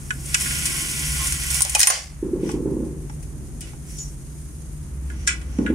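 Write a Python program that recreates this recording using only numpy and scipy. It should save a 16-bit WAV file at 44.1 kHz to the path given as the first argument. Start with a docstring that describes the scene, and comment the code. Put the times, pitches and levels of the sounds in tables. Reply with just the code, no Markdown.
"""Slats rustle, gather and clatter into a stack as a venetian blind is pulled up at an open window.
The cord lock clicks, the cord squeaks, fittings click, and dull knocks come twice through the building.
Under it lie a low hum, street rumble and hiss. Slats are clouds of tiny noise grains; blows are short
noise bursts ringing tuned modes; knocks are soft tone bursts with a room boom.
A limiter ducks everything under the loudest blows."""
import sys
import numpy as np
from scipy import signal
from scipy.fft import rfft, irfft, next_fast_len
from scipy.io import wavfile
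from scipy.ndimage import uniform_filter1d

SR = 44100
rng = np.random.default_rng(int(sys.argv[2]) if len(sys.argv) > 2 else 0)


def wav_record(signal):
    """Record a signal, one row per channel, as 16-bit PCM in the file named by sys.argv[1]."""
    frames = np.transpose(np.atleast_2d(signal))
    bounded = np.clip(frames, -1, 1)
    # unit amplitude maps onto the largest positive 16-bit level
    quanta = np.round(bounded * 32767).astype(np.int16)
    wavfile.write(sys.argv[1], SR, quanta)


N = 253420
TIME = np.arange(N) / SR   # s


def amp(db):
    """Decibels to gain."""
    return 10 ** (np.asarray(db) / 20)


def rms_one(x):
    """Scale to rms 1."""
    return x / np.sqrt(np.mean(x ** 2) + 1e-20)


def peak_one(x):
    """Scale so that the loudest four milliseconds have rms 1."""
    return x / np.sqrt(uniform_filter1d(np.mean(x ** 2, axis=0), size=176).max() + 1e-20)


def in_time(rows):
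    """Draw the columns after the first as automation curves over the whole scene."""
    s, *columns = np.transpose(rows)
    return [np.interp(TIME, s, column) for column in columns]


def at_hz(points, hz):
    """Read a table on a log-frequency axis."""
    f, value = np.transpose(points)
    return np.interp(np.log(np.maximum(hz, 1)), np.log(f), value)


def add(out, s, sound):
    """Mix a sound in at a time."""
    start = max(round(s * SR), 0)
    part = sound[:, :max(N - start, 0)]
    out[:, start:start + part.shape[1]] += part


def noise(length, alike):
    """Stereo white noise with a given left-right correlation."""
    mid, side = rng.standard_normal((2, length))
    alike = np.clip(alike, 0, 1)
    return np.sqrt((1 + alike) / 2) * mid + np.sqrt((1 - alike) / 2) * side * [[1], [-1]]


def colour(x, spectrum):
    """Give a sound a spectrum that falls away beyond its ends; rms 1."""
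    hz = np.linspace(1, SR / 2, x.shape[-1] // 2 + 1)
    low_end = 1 / (1 + (.8 * spectrum[0][0] / hz) ** 6)
    high_end = 1 / (1 + (.8 * hz / spectrum[-1][0]) ** 6)
    return rms_one(irfft(rfft(x) * amp(at_hz(spectrum, hz)) * low_end * high_end, x.shape[-1]))


def band(x, low_hz, high_hz, order=2):
    """Band-pass."""
    edges = [low_hz, min(high_hz, .45 * SR)]
    return signal.sosfilt(signal.butter(order, edges, "band", fs=SR, output="sos"), x)


def resonance(x, hz, width):
    """One two-pole resonance, gain 1 on top; a narrower width in Hz rings longer."""
    r = np.exp(-np.pi * width / SR)
    poles = [1, -2 * r * np.cos(2 * np.pi * hz / SR), r * r]
    return signal.lfilter(np.array([1, 0, -1]) * (1 - r * r) / 2, poles, x)


def through(x, response):
    """Convolve with a response of unit energy."""
    return signal.oaconvolve(x, rms_one(response) / np.sqrt(response.shape[1]), axes=1)[:, :N]


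def left_late(x, lag_s):
    """Delay the left channel; a negative lag moves it ahead."""
    t = TIME[:x.shape[1]]
    return np.array([np.interp(t - lag_s, t, x[0]), x[1]])


# Reverberation time by pitch; columns: f/Hz, 60 dB decay/s
ROOM_DECAY = [(300, 0.25), (1500, 0.29), (5000, 0.29), (9000, 0.16), (15000, 0.016)]


def room(x, early_db, early_s):
    """Dense reflections: first from the window recess, then from the room, the top treble dying first."""
    t = TIME[:SR * 2 // 3]
    edges = np.geomspace(300, 18000, num=8)
    tail = 0
    for low_hz, high_hz in zip(edges, edges[1:]):
        t60 = at_hz(ROOM_DECAY, np.sqrt(low_hz * high_hz))
        tail = tail + band(noise(len(t), 0), low_hz, high_hz) * amp(-60 * t / t60)
    early = 1 + amp(early_db) * np.exp(-t / early_s)
    return through(x, tail * (t > .003) * early)


# Colour of the microphone hiss; columns: f/Hz, level/dB
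HISS_COLOUR = [(1470, -22), (2500, -14.5), (3500, -16), (4300, -14.5), (5530, -10), (6540, -4.5),
               (7600, -7), (8400, -2.5), (9400, -0.5), (10300, -4), (11300, -13.5), (12000, -17),
               (12900, -8), (13700, -17), (14100, -26), (15500, -44)]
# Faint bands of brighter hiss; columns: f/Hz, width/Hz, level/dB
HISS_PEAKS = [(6600, 200, -15), (10350, 170, -18), (10870, 130, -15.5), (13000, 130, -27)]
# Fader of the hiss; columns: t/s, level/dB
HISS_FADER = [(0, -46.5), (2.3, -51.5), (3.3, -50), (4.45, -48), (5.1, -51.5), (5.75, -53.5)]


def hiss():
    """Microphone hiss wavers slightly as coloured noise; faint bands of brighter hiss swell and fade."""
    def waver(depth_db):
        """Slow random swings of gain."""
        return amp(depth_db * rms_one(band(rng.standard_normal(N), 1.0, 18, order=1)))

    peaks = 0
    for hz, width, db in HISS_PEAKS:
        peak = rms_one(resonance(noise(N, 0.22), hz, width))
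        peaks = peaks + amp(db) * waver(depth_db=3.0) * peak
    bed = waver(depth_db=1.2) * colour(noise(N, 0.01), HISS_COLOUR)
    return amp(in_time(HISS_FADER)[0]) * (bed + peaks)


def drone(modes, steadiness):
    """Noise through very narrow resonances wavers as tones; swings in level are partly evened out."""
    out = 0
    for hz, width, db in modes:
        # an extra second in front lets the resonances build up
        narrow = resonance(resonance(rng.standard_normal(N + SR), hz, width), hz, width)
        tone = signal.hilbert(narrow, next_fast_len(N + SR))[SR:SR + N]
        out = out + amp(db) * rms_one(tone.real / np.abs(tone) ** np.clip(steadiness, 0, 1))
    return rms_one(out)


# Faders of the street; columns: t/s, drone level/dB, rumble level/dB (before a 5 dB lift)
STREET_FADERS = [(0, -36.5, -49), (.55, -33.5, -44), (.9, -35.5, -44.5), (1.3, -33, -47.5),
                 (2.1, -39.5, -54.5), (2.5, -33, -51), (3.4, -36.5, -45), (4.4, -38.5, -50),
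                 (5.75, -38, -44.5)]
# Tones of the street drone; columns: f/Hz, width/Hz, level/dB
STREET_TONES = [(41.3, 5.6, -7), (49.8, 9.7, 0), (133.5, 4.7, -4), (149.58, 3.4, -1), (182.7, 16, -15)]
# Colour of the street rumble; columns: f/Hz, level/dB
RUMBLE_COLOUR = [(70, -10), (105, -13.5), (150, -9.5), (240, -13), (340, -15), (470, -27), (1100, -42.5),
                 (3500, -112)]
# Far street noise, sinking after the start and swelling again towards the end; columns: t/s, level/dB
OPEN_AIR_FADER = [(0, -52), (3.3, -57.5), (4.6, -58), (5.75, -51.5)]


def street():
    """Street sound: wavering low tones with bass noise, coloured rumble and mid-range noise from afar."""
    drone_db, rumble_db = in_time(STREET_FADERS)
    bass = rms_one(band(noise(N, 0), 29, 112))
    low_tones = amp(drone_db) * (drone(STREET_TONES, steadiness=0.25) + amp(-6.5) * bass)
    rumble = amp(rumble_db + 5.0) * colour(noise(N, 0.85), RUMBLE_COLOUR)
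    air = amp(in_time(OPEN_AIR_FADER)[0]) * rms_one(band(noise(N, 0.033), 510, 2080))
    return low_tones + rumble + air


# Fader of the hum; columns: t/s, level/dB
HUM_FADER = [(0, -41.5), (.55, -35), (.9, -45), (1.15, -28), (2.1, -38.5), (3.2, -37), (4.1, -42.5),
             (5.0, -30.5), (5.75, -29)]
# Resonances of the hum; columns: f/Hz, width/Hz, level/dB
HUM_TONES = [(65.85, 5.5, -4), (80.5, 9.2, -15)]


def hum():
    """A low hum from two narrow resonances, their swings mostly evened out, riding its own fader."""
    return amp(in_time(HUM_FADER)[0]) * drone(HUM_TONES, steadiness=0.73)


# Dull knocks, about nine a second in each run; columns: t/s, level/dB, f/Hz, hardness/dB
KNOCKS = [(2.227, -17.5, 330, -4), (2.332, -16, 348, -13), (2.431, -16.5, 334, 4), (2.539, -17, 332, -2),
          (2.656, -15.5, 315, 5), (2.766, -19, 300, 8.5), (2.802, -21, 295, 0), (5.587, -11.5, 243, 0),
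          (5.7, -11.5, 249, 4.5)]
# Upper resonances of the wall, woken by hardness; columns: f/Hz, level/dB
WALL_MODES = [(500, -19), (880, -36.5)]
# Colour of the wall's boom after a knock; columns: f/Hz, level/dB
BOOM_COLOUR = [(130, -6.5), (230, -1.5), (330, 3), (420, -7), (520, -10.5), (610, -23.5), (715, -31),
               (860, -24), (1080, -26), (1200, -33)]
# Returns of each knock from the walls; columns: delay/s, level/dB
KNOCK_ECHOES = [(0.0227, -15.5), (.036, -8.5), (.063, -7.5)]
# Modes in which the room rings on; columns: f/Hz, width/Hz, level/dB
ROOM_MODES = [(186, 10, 1), (221, 3.4, -1), (244.4, 10, -1.5), (319, 5.9, -7), (353, 6.2, -8.5),
              (384, 16, 2), (436, 18, -5)]


def knocks(boom_db, boom_t60, thud_s):
    """A soft blow of a few cycles echoes off the walls and booms; hardness wakes upper resonances."""
    out, t = np.zeros((2, N)), TIME[:SR]
    swell = (t / thud_s * np.exp(1 - t / thud_s)) ** 3
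    upper = sum(amp(db) * np.sin(2 * np.pi * hz * t) for hz, db in WALL_MODES)
    boom_shape = (1 - np.exp(-t / 0.0084)) * amp(-60 * t / boom_t60)
    for s, db, hz, hardness_db in KNOCKS:
        start = s - .002
        thud = swell * (np.sin(2 * np.pi * hz * t) + amp(hardness_db) * upper) * np.ones((2, 1))
        # the boom's colour leans slightly with the pitch of the knock
        spectrum = np.array(BOOM_COLOUR) * [(hz / 320) ** 0.092, 1]
        boom = peak_one(colour(noise(len(t), 0.91), spectrum) * boom_shape)
        add(out, start, amp(db) * (thud + amp(boom_db) * boom))
        for delay, echo_db in KNOCK_ECHOES:
            add(out, start + delay, amp(db + echo_db) * thud)
    ringing = sum(amp(db) * resonance(out, hz, width) for hz, width, db in ROOM_MODES)
    return (out + ringing) * amp([[-.6], [.6]])   # slightly to the right


def struck(x, modes, spot_hz, focus_db):
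    """Ring a set of modes; those near the pitch of the spot struck are favoured, by so many dB an octave."""
    out = 0
    for hz, width, db in modes:
        favour_db = -focus_db * abs(np.log2(hz / spot_hz))
        out = out + amp(db + favour_db) * peak_one(resonance(x, hz, width))
    return out


# Low modes of the rail; columns: f/Hz, width/Hz, level/dB
RAIL_MODES = [(614, 34, -10), (750, 63, 4.5), (840, 78, 9), (1070, 50, 6), (1210, 160, -13.5)]
# Colour of a struck edge; columns: f/Hz, level/dB
EDGE_COLOUR = [(3500, -4.5), (4500, -5), (5400, 2), (9200, 4.5), (10700, 5), (12000, -4), (15000, -6)]


def contacts(rows, body_modes, rings, impact, rise_s, body_alike, edge_alike, low_db, body_db, edge_db,
             rail_focus_db, ring_focus_db, lag_s):
    """Each blow is a sharp impact and dying chatter, driving low modes, body modes and bright edges."""
    out, t = np.zeros((2, N)), TIME[:SR // 5]
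    for s, low, body, edge, rail_hz, body_hz, edge_hz, decay, pan, share, focus_db in rows:
        chatter = (1 - np.exp(-t / rise_s)) ** 2 * np.exp(-t / max(decay, 1e-3))
        touch = impact * np.linalg.norm(chatter) * signal.unit_impulse(len(t), np.argmax(chatter))
        soft = left_late(touch + chatter * noise(len(t), body_alike), lag_s)
        hard = chatter * colour(noise(len(t), edge_alike), EDGE_COLOUR)
        lows = band(struck(soft, RAIL_MODES, rail_hz, rail_focus_db), 400, 1560, order=3)
        bodies = band(struck(soft, body_modes, body_hz, focus_db), 1430, 3680, order=4)
        edges = peak_one(hard) + share * struck(hard, rings, edge_hz, ring_focus_db)
        parts = [(low + low_db, lows), (body + body_db, bodies), (edge + edge_db, edges)]
        blow = sum(amp(db) * peak_one(part) for db, part in parts)
        add(out, s - .0005, blow * amp([[pan / 2], [-pan / 2]]))
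    return out


# Clicks of cord lock and window fittings, levels before the layer trims;
# columns: t/s, body level/dB, edge level/dB, body f/Hz, focus on that pitch/dB per octave, decay/s
CLICKS = [(0.1052, -18, -30.5, 1400, 18, 0.003), (0.343, -10, -9.5, 2680, 7.5, 0.0052),
          (2.514, -62, -34.5, 2620, 20, 0.0028), (3.611, -43, -39.5, 2960, 18, 0.021),
          (3.982, -69, -36, 2950, 37, 0.015), (5.099, -36.5, -47.5, 1660, 40, 0.0034),
          (5.268, -40, -28, 1910, 24, 0.0055), (5.273, -17.5, -13.5, 1700, 17, 0.0059),
          (5.287, -20, -47, 2220, 27, 0.00494), (5.305, -26.5, -35, 2300, 3, 0.003),
          (5.327, -38, -40, 1500, 11, 0.003), (5.412, -42.5, -46, 1990, 24, 0.0064),
          (5.661, -23.5, -45, 1710, 30, 0.0055), (5.701, -46, -60, 1900, 18, 0.0041)]
CLICK_LOW_DB, CLICK_LOW_HZ = -22, 1140   # low modes: level against the body, and pitch
CLICK_RING_HZ = 8000   # ring of the metal
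# Soft taps of the hanging rail on the frame, before the layer trims; columns: t/s, level/dB, rail f/Hz
TAPS = [(2.49, -27, 910), (3.095, -35, 840), (3.731, -41, 900), (5.584, -31, 846)]
TAP_BODY_DB, TAP_EDGE_DB = -11.5, -13   # against the rail, before the layer trims
TAP_BODY_HZ, TAP_RING_HZ, TAP_DECAY_S = 2180, 5670, 0.00447
TAP_FOCUS_DB = 12   # per octave
# Body modes of the fittings; columns: f/Hz, width/Hz, level/dB
FITTING_MODES = [(1462, 53, 8.5), (1630, 71, 5.5), (1974, 106, 4), (2300, 88, 3), (2514, 70, 2),
                 (2930, 26, -1.5), (3340, 270, -2)]
# High rings of the metal; columns: f/Hz, width/Hz, level/dB
FITTING_RINGS = [(5660, 110, -2.5), (7150, 51, -1), (8340, 80, 1.5)]


def fittings(click_ring_share, tap_ring_share):
    """Hard clicks of metal and soft taps of the rail, each a short blow ringing the fittings' modes."""
    rows = []
    for s, body, edge, hz, focus, decay in CLICKS:
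        rows.append((s, body + CLICK_LOW_DB, body, edge, CLICK_LOW_HZ, hz, CLICK_RING_HZ, decay, 0,
                     click_ring_share, focus))
    for s, db, hz in TAPS:
        rows.append((s, db, db + TAP_BODY_DB, db + TAP_EDGE_DB, hz, TAP_BODY_HZ, TAP_RING_HZ, TAP_DECAY_S, 0,
                     tap_ring_share, TAP_FOCUS_DB))
    return contacts(rows, FITTING_MODES, FITTING_RINGS, impact=0.43, rise_s=0.00192,
                    body_alike=0.22, edge_alike=0.09, low_db=-1.5, body_db=-0.5, edge_db=3.5,
                    rail_focus_db=46, ring_focus_db=17, lag_s=-0.00037)


# Squeaks of the cord; columns: t/s, length/s, f/Hz, level/dB
SQUEAKS = [(1.189, 0.072, 1072, -37.5), (1.81, 0.033, 9340, -13), (1.874, 0.029, 9485, -3.5),
           (3.979, 0.059, 6860, -33)]


def squeaks():
    """The cord sticks and slips on its pulley: a thin sine whose phase wanders at random."""
    out = np.zeros((2, N))
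    for s, length, hz, db in SQUEAKS:
        t = TIME[:int(length * SR)]
        phase = 2 * np.pi * hz * t + 0.081 * np.cumsum(rng.standard_normal(len(t)))
        swell = np.sqrt(np.sin(np.pi * t / length))
        add(out, s, amp(db) * np.sin(phase) * swell * np.ones((2, 1)))
    return out


def slat_grains(per_s, spread_db, ring_db, alike, clump_db, count=2):
    """Tiny slips come in clumps; each is a dry tick that rings on briefly in its own slat's dense modes."""
    clumps = amp(clump_db * rms_one(band(rng.standard_normal(N), 2.7, 29, order=1)))
    hits = rng.random(N) < per_s / SR
    strengths = amp(spread_db * np.minimum(rng.exponential(1, N), 4))
    slips = hits * strengths * clumps * noise(N, alike)
    slat, t = rng.integers(0, count, N), TIME[:SR // 10]
    rings = 0
    for k in range(count):
        response = noise(len(t), 0.95) * np.exp(-t / 0.013)
        rings = rings + through(slips * (slat == k), response)
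    return rms_one(slips + amp(ring_db) * rings)


# Speed of the pull, as the level of the rustle; columns: t/s, level/dB
PULL = [(0, -49), (.22, -42.5), (.38, -26), (.62, -26.5), (.95, -28.5), (1.27, -26), (1.38, -29.5),
        (1.58, -25), (1.74, -29.5), (1.87, -13)]
PULL_RELEASE_DB_PER_S = 196   # after the last point the slats come to rest
SLAT_BODY_DB, SLAT_BODY_TOP_DB = -1.5, -25.5   # drive of the bodies by the edges, and their ceiling


def slat_levels():
    """Gains of slat edges and bodies: both follow the pull, the bodies up to a soft ceiling."""
    pull_db, = in_time(PULL)
    edge = amp(pull_db - PULL_RELEASE_DB_PER_S * np.maximum(TIME - PULL[-1][0], 0))
    drive = (edge * amp(SLAT_BODY_DB - SLAT_BODY_TOP_DB)) ** 1.38
    return edge, amp(SLAT_BODY_TOP_DB) * np.tanh(drive)


# Hanging blind brushing the frame; columns: t/s, half length/s, body level/dB, edge level/dB, ring level/dB
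BRUSHES = [(2.494, 0.075, -45, -48, -48), (3.68, 0.057, -49, -56, -64), (3.902, 0.051, -53.5, -48, -54),
           (4.017, 0.1, -57, -48.5, -41), (5.245, 0.15, -52, -62, -51.5), (5.586, 0.15, -54.5, -59, -53)]
BRUSH_RING_HZ, BRUSH_RING_WIDTH_HZ = 5910, 980   # a scraped slat sings
# Colour of the sliding slats; columns: f/Hz, level/dB
RUSTLE_COLOUR = [(320, -29), (550, -21.5), (975, -18.5), (1060, -10.5), (1220, -21), (1460, -6.5),
                 (1680, -8), (2020, -6.5), (2780, -5.5), (3070, -2.5), (4000, -13.5), (5750, -2.5),
                 (6430, -3), (8500, -1), (10200, 0.5), (12200, -11), (15500, -15)]
# Slat resonances; columns: f/Hz, width/Hz, level/dB
SLAT_MODES = [(1071, 8.7, -11), (1436, 25, -3.5), (2012, 62, 0.5), (2282, 56, 1.5), (2950, 180, -2.5),
              (5880, 100, -2), (8700, 200, 4.5)]
BLIND_LAG_S = .00018   # the slat bodies reach the left microphone later


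def rustle():
    """Sliding slats: edges fizz, bodies rattle lower down, and a slat sings where it scrapes the frame."""
    edge, body = slat_levels()
    sing = 0
    for s, half, brush_body_db, brush_edge_db, brush_ring_db in BRUSHES:
        swell = np.exp(-((TIME - s) / half) ** 2)
        body = body + amp(brush_body_db) * swell
        edge = edge + amp(brush_edge_db) * swell
        sing = sing + amp(brush_ring_db) * swell ** 2
    slips = slat_grains(per_s=9000, spread_db=4.5, ring_db=6.5, alike=1.0, clump_db=0.05)
    flex = slat_grains(per_s=1500, spread_db=2.0, ring_db=9.5, alike=0.26, clump_db=0.5)
    # the cord catches in the slat holes
    ticks = amp(-19.0) * slat_grains(per_s=350, spread_db=-2.0, ring_db=3.0, alike=1.0, clump_db=0.5)
    modes = 0
    for hz, width, db in SLAT_MODES:
        modes = modes + amp(db) * rms_one(resonance(noise(N, 0.42), hz, width))
    modes = rms_one(modes)
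    edges = band(colour(slips + ticks, RUSTLE_COLOUR) + amp(-12.0) * modes, 4280, 15500, order=4)
    bodies = band(colour(flex + ticks, RUSTLE_COLOUR) + amp(-10.0) * modes, 320, 4740, order=4)
    ring = noise(N, 0.091)
    for _ in range(2):   # twice through, for steeper sides
        ring = resonance(ring, BRUSH_RING_HZ, BRUSH_RING_WIDTH_HZ)
    return edge * rms_one(edges) + body * rms_one(left_late(bodies, BLIND_LAG_S)) + sing * rms_one(ring)


# Colour of the closed stack; columns: f/Hz, level/dB
STACK_COLOUR = [(440, -20), (530, 2), (620, -2.5), (740, 2.5), (850, -1), (950, -15), (1110, -5),
                (1350, -6), (1750, -2), (3000, -0.5), (3900, -8.5), (5000, 0), (6000, -0.5), (7500, -2),
                (9500, -5), (11000, -30)]
SHIVER_S, SHIVER_DB, SHIVER_RISE_S, SHIVER_DECAY_S = 1.9266, -11, 0.044, 0.041


def shiver():
    """The closed stack rattles to rest in many small contacts."""
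    since = TIME - SHIVER_S
    grains = slat_grains(per_s=2900, spread_db=-3.0, ring_db=4.5, alike=0.3, clump_db=1.0)
    swell = np.exp(-np.maximum(since / SHIVER_DECAY_S, -since / SHIVER_RISE_S))
    return amp(SHIVER_DB) * swell * colour(grains, STACK_COLOUR)


# Slats clacking together, levels before the layer trims; columns: t/s, rail level/dB, body level/dB,
# edge level/dB, rail f/Hz, body f/Hz, edge ring f/Hz, decay/s, left over right/dB
CLACKS = [(.258, -60, -58, -32, 1050, 2200, 8800, 0.0044, 2),
          (.344, -26, -40, -14, 1100, 2500, 6900, 0.0028, -5),
          (.409, -55, -32, -19.5, 1050, 2190, 8600, 0.0025, 2),
          (.457, -52, -25.5, -42, 1050, 1490, 8800, 0.0076, -2),
          (.508, -48, -25.5, -35, 1050, 1500, 8800, 0.004, 3),
          (0.655, -50, -30, -17, 1050, 2200, 8200, 0.0071, 1),
          (1.253, -48, -49, -28, 1050, 2200, 8800, 0.0017, 5),
          (1.271, -51, -47, -19, 1050, 2200, 9100, 0.0027, 0),
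          (1.323, -46, -33, -18, 1050, 2200, 9800, 0.0013, -4),
          (1.504, -50, -52, -19.5, 1050, 2190, 8800, 0.0023, -3),
          (1.544, -38, -50, -19, 1040, 2200, 9000, 0.0023, -11),
          (1.606, -26, -45, -15.5, 1210, 2000, 8540, 0.0017, -3.5),
          (1.62, -29, -40, -1, 1050, 2200, 9300, 0.00077, -0.5),
          (1.649, -24, -32, -14, 636, 2200, 6340, 0.0016, -3.5),
          (1.659, -25.5, -46, -34, 702, 2200, 8800, 0.0043, 1),
          (1.695, -37, -45, -17.5, 800, 2230, 9560, 0.0041, 1),
          (1.7495, -9.5, -10.5, -5, 770, 2600, 6900, 0.00344, -2),
          (1.763, -15, -42, -29, 860, 2400, 6900, 0.0025, -8.5),
          (1.779, -34, -52, -31, 770, 2200, 8800, 0.0017, 10),
          (1.793, -38, -28, -9.5, 640, 2000, 9600, 0.0025, 3),
          (1.803, -36, -9.5, 1.5, 1250, 1950, 9800, 0.0021, -5),
          (1.813, -27, -11.5, -3.5, 1300, 1750, 5470, 0.0028, 8),
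          (1.822, -44, -27, -6, 1200, 2000, 4380, 0.00083, -4),
          (1.8303, -11, 0, 6.5, 740, 1940, 5200, 0.0026, 0.5),
          (1.871, -4.5, -1, 5.5, 1150, 2020, 9100, 0.0036, -.5),
          (1.900, -5.5, -9.5, -2.5, 1110, 1620, 6160, 0.0041, -1),
          (3.226, -60, -52, -42, 900, 2250, 8700, 0.0074, 8),
          (3.607, -58, -47, -32, 900, 2150, 9500, 0.0038, -1)]
# Body modes of the slats; columns: f/Hz, width/Hz, level/dB
BODY_MODES = [(1470, 120, 3), (1660, 93, 2.5), (1940, 230, 8), (2210, 240, -9.5), (2480, 90, 9),
              (2890, 260, 7)]
# High rings of the slats; columns: f/Hz, width/Hz, level/dB
SLAT_RINGS = [(4380, 350, 4), (5200, 140, 3), (6160, 190, -1), (6900, 260, -3), (8820, 56, 3),
              (9600, 140, -0.5)]


def clatter(ring_share, focus_db):
    """Slats strike each other on their bright edges and ring; the bottom rail adds weight."""
    rows = [(*clack, ring_share, focus_db) for clack in CLACKS]
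    return contacts(rows, BODY_MODES, SLAT_RINGS, impact=0.43, rise_s=0.000783,
                    body_alike=0.61, edge_alike=0.38, low_db=-5, body_db=-2.5, edge_db=-1.0,
                    rail_focus_db=35.5, ring_focus_db=21.5, lag_s=0.00039)


def scene():
    """The blind close by, the fittings further off and so duller, the knocks behind the wall."""
    background = hum() + street() + hiss()
    wall = knocks(boom_db=-8.0, boom_t60=0.8, thud_s=0.0058)
    clicks = band(fittings(click_ring_share=0.38, tap_ring_share=0.93), 810, 8100, order=3)
    cord = squeaks()
    clacks = clatter(ring_share=0.57, focus_db=26)
    blind = (rustle() + shiver() + clacks + cord) * amp([[-.3], [.3]])
    # the microphone swings away towards the open window, so later clicks arrive with more room
    click_send = amp(np.interp(TIME, [0, 5], [-19, -7]))
    blind_room = amp(-7.0) * room(clacks + amp(2.0) * cord, early_db=13.5, early_s=0.0047)
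    click_room = room(clicks * click_send, early_db=5.0, early_s=0.093)
    return background + wall + clicks + blind + blind_room + click_room


LIMIT_DB, LIMIT_SLOPE = -12.5, 0.8   # threshold; share of the excess taken off
LIMIT_RELEASE_DB_PER_S = 56


def limiter(x):
    """Looks a few milliseconds ahead, turns down at once and recovers slowly."""
    level_db = 10 * np.log10(np.abs(uniform_filter1d(np.mean(x ** 2, axis=0), size=176)) + 1e-12)
    wanted_cut_db = LIMIT_SLOPE * np.maximum(level_db - LIMIT_DB, 0)
    recovery = LIMIT_RELEASE_DB_PER_S * TIME
    # a running maximum on a rising ramp makes each cut fade at a constant rate
    cut_db = np.maximum.accumulate(wanted_cut_db + recovery) - recovery
    return x * amp(-uniform_filter1d(cut_db, size=88))


CUTOFF_HZ = 15750


def record(dry):
    """The limiter ducks the loudest blows, any peaks over full scale clip, and the top is cut."""
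    top_cut = signal.ellip(12, .1, 80, CUTOFF_HZ, fs=SR, output="sos")
    return signal.sosfilt(top_cut, np.clip(limiter(dry), -1, 1))


dry = scene()
out = record(dry)
wav_record(out)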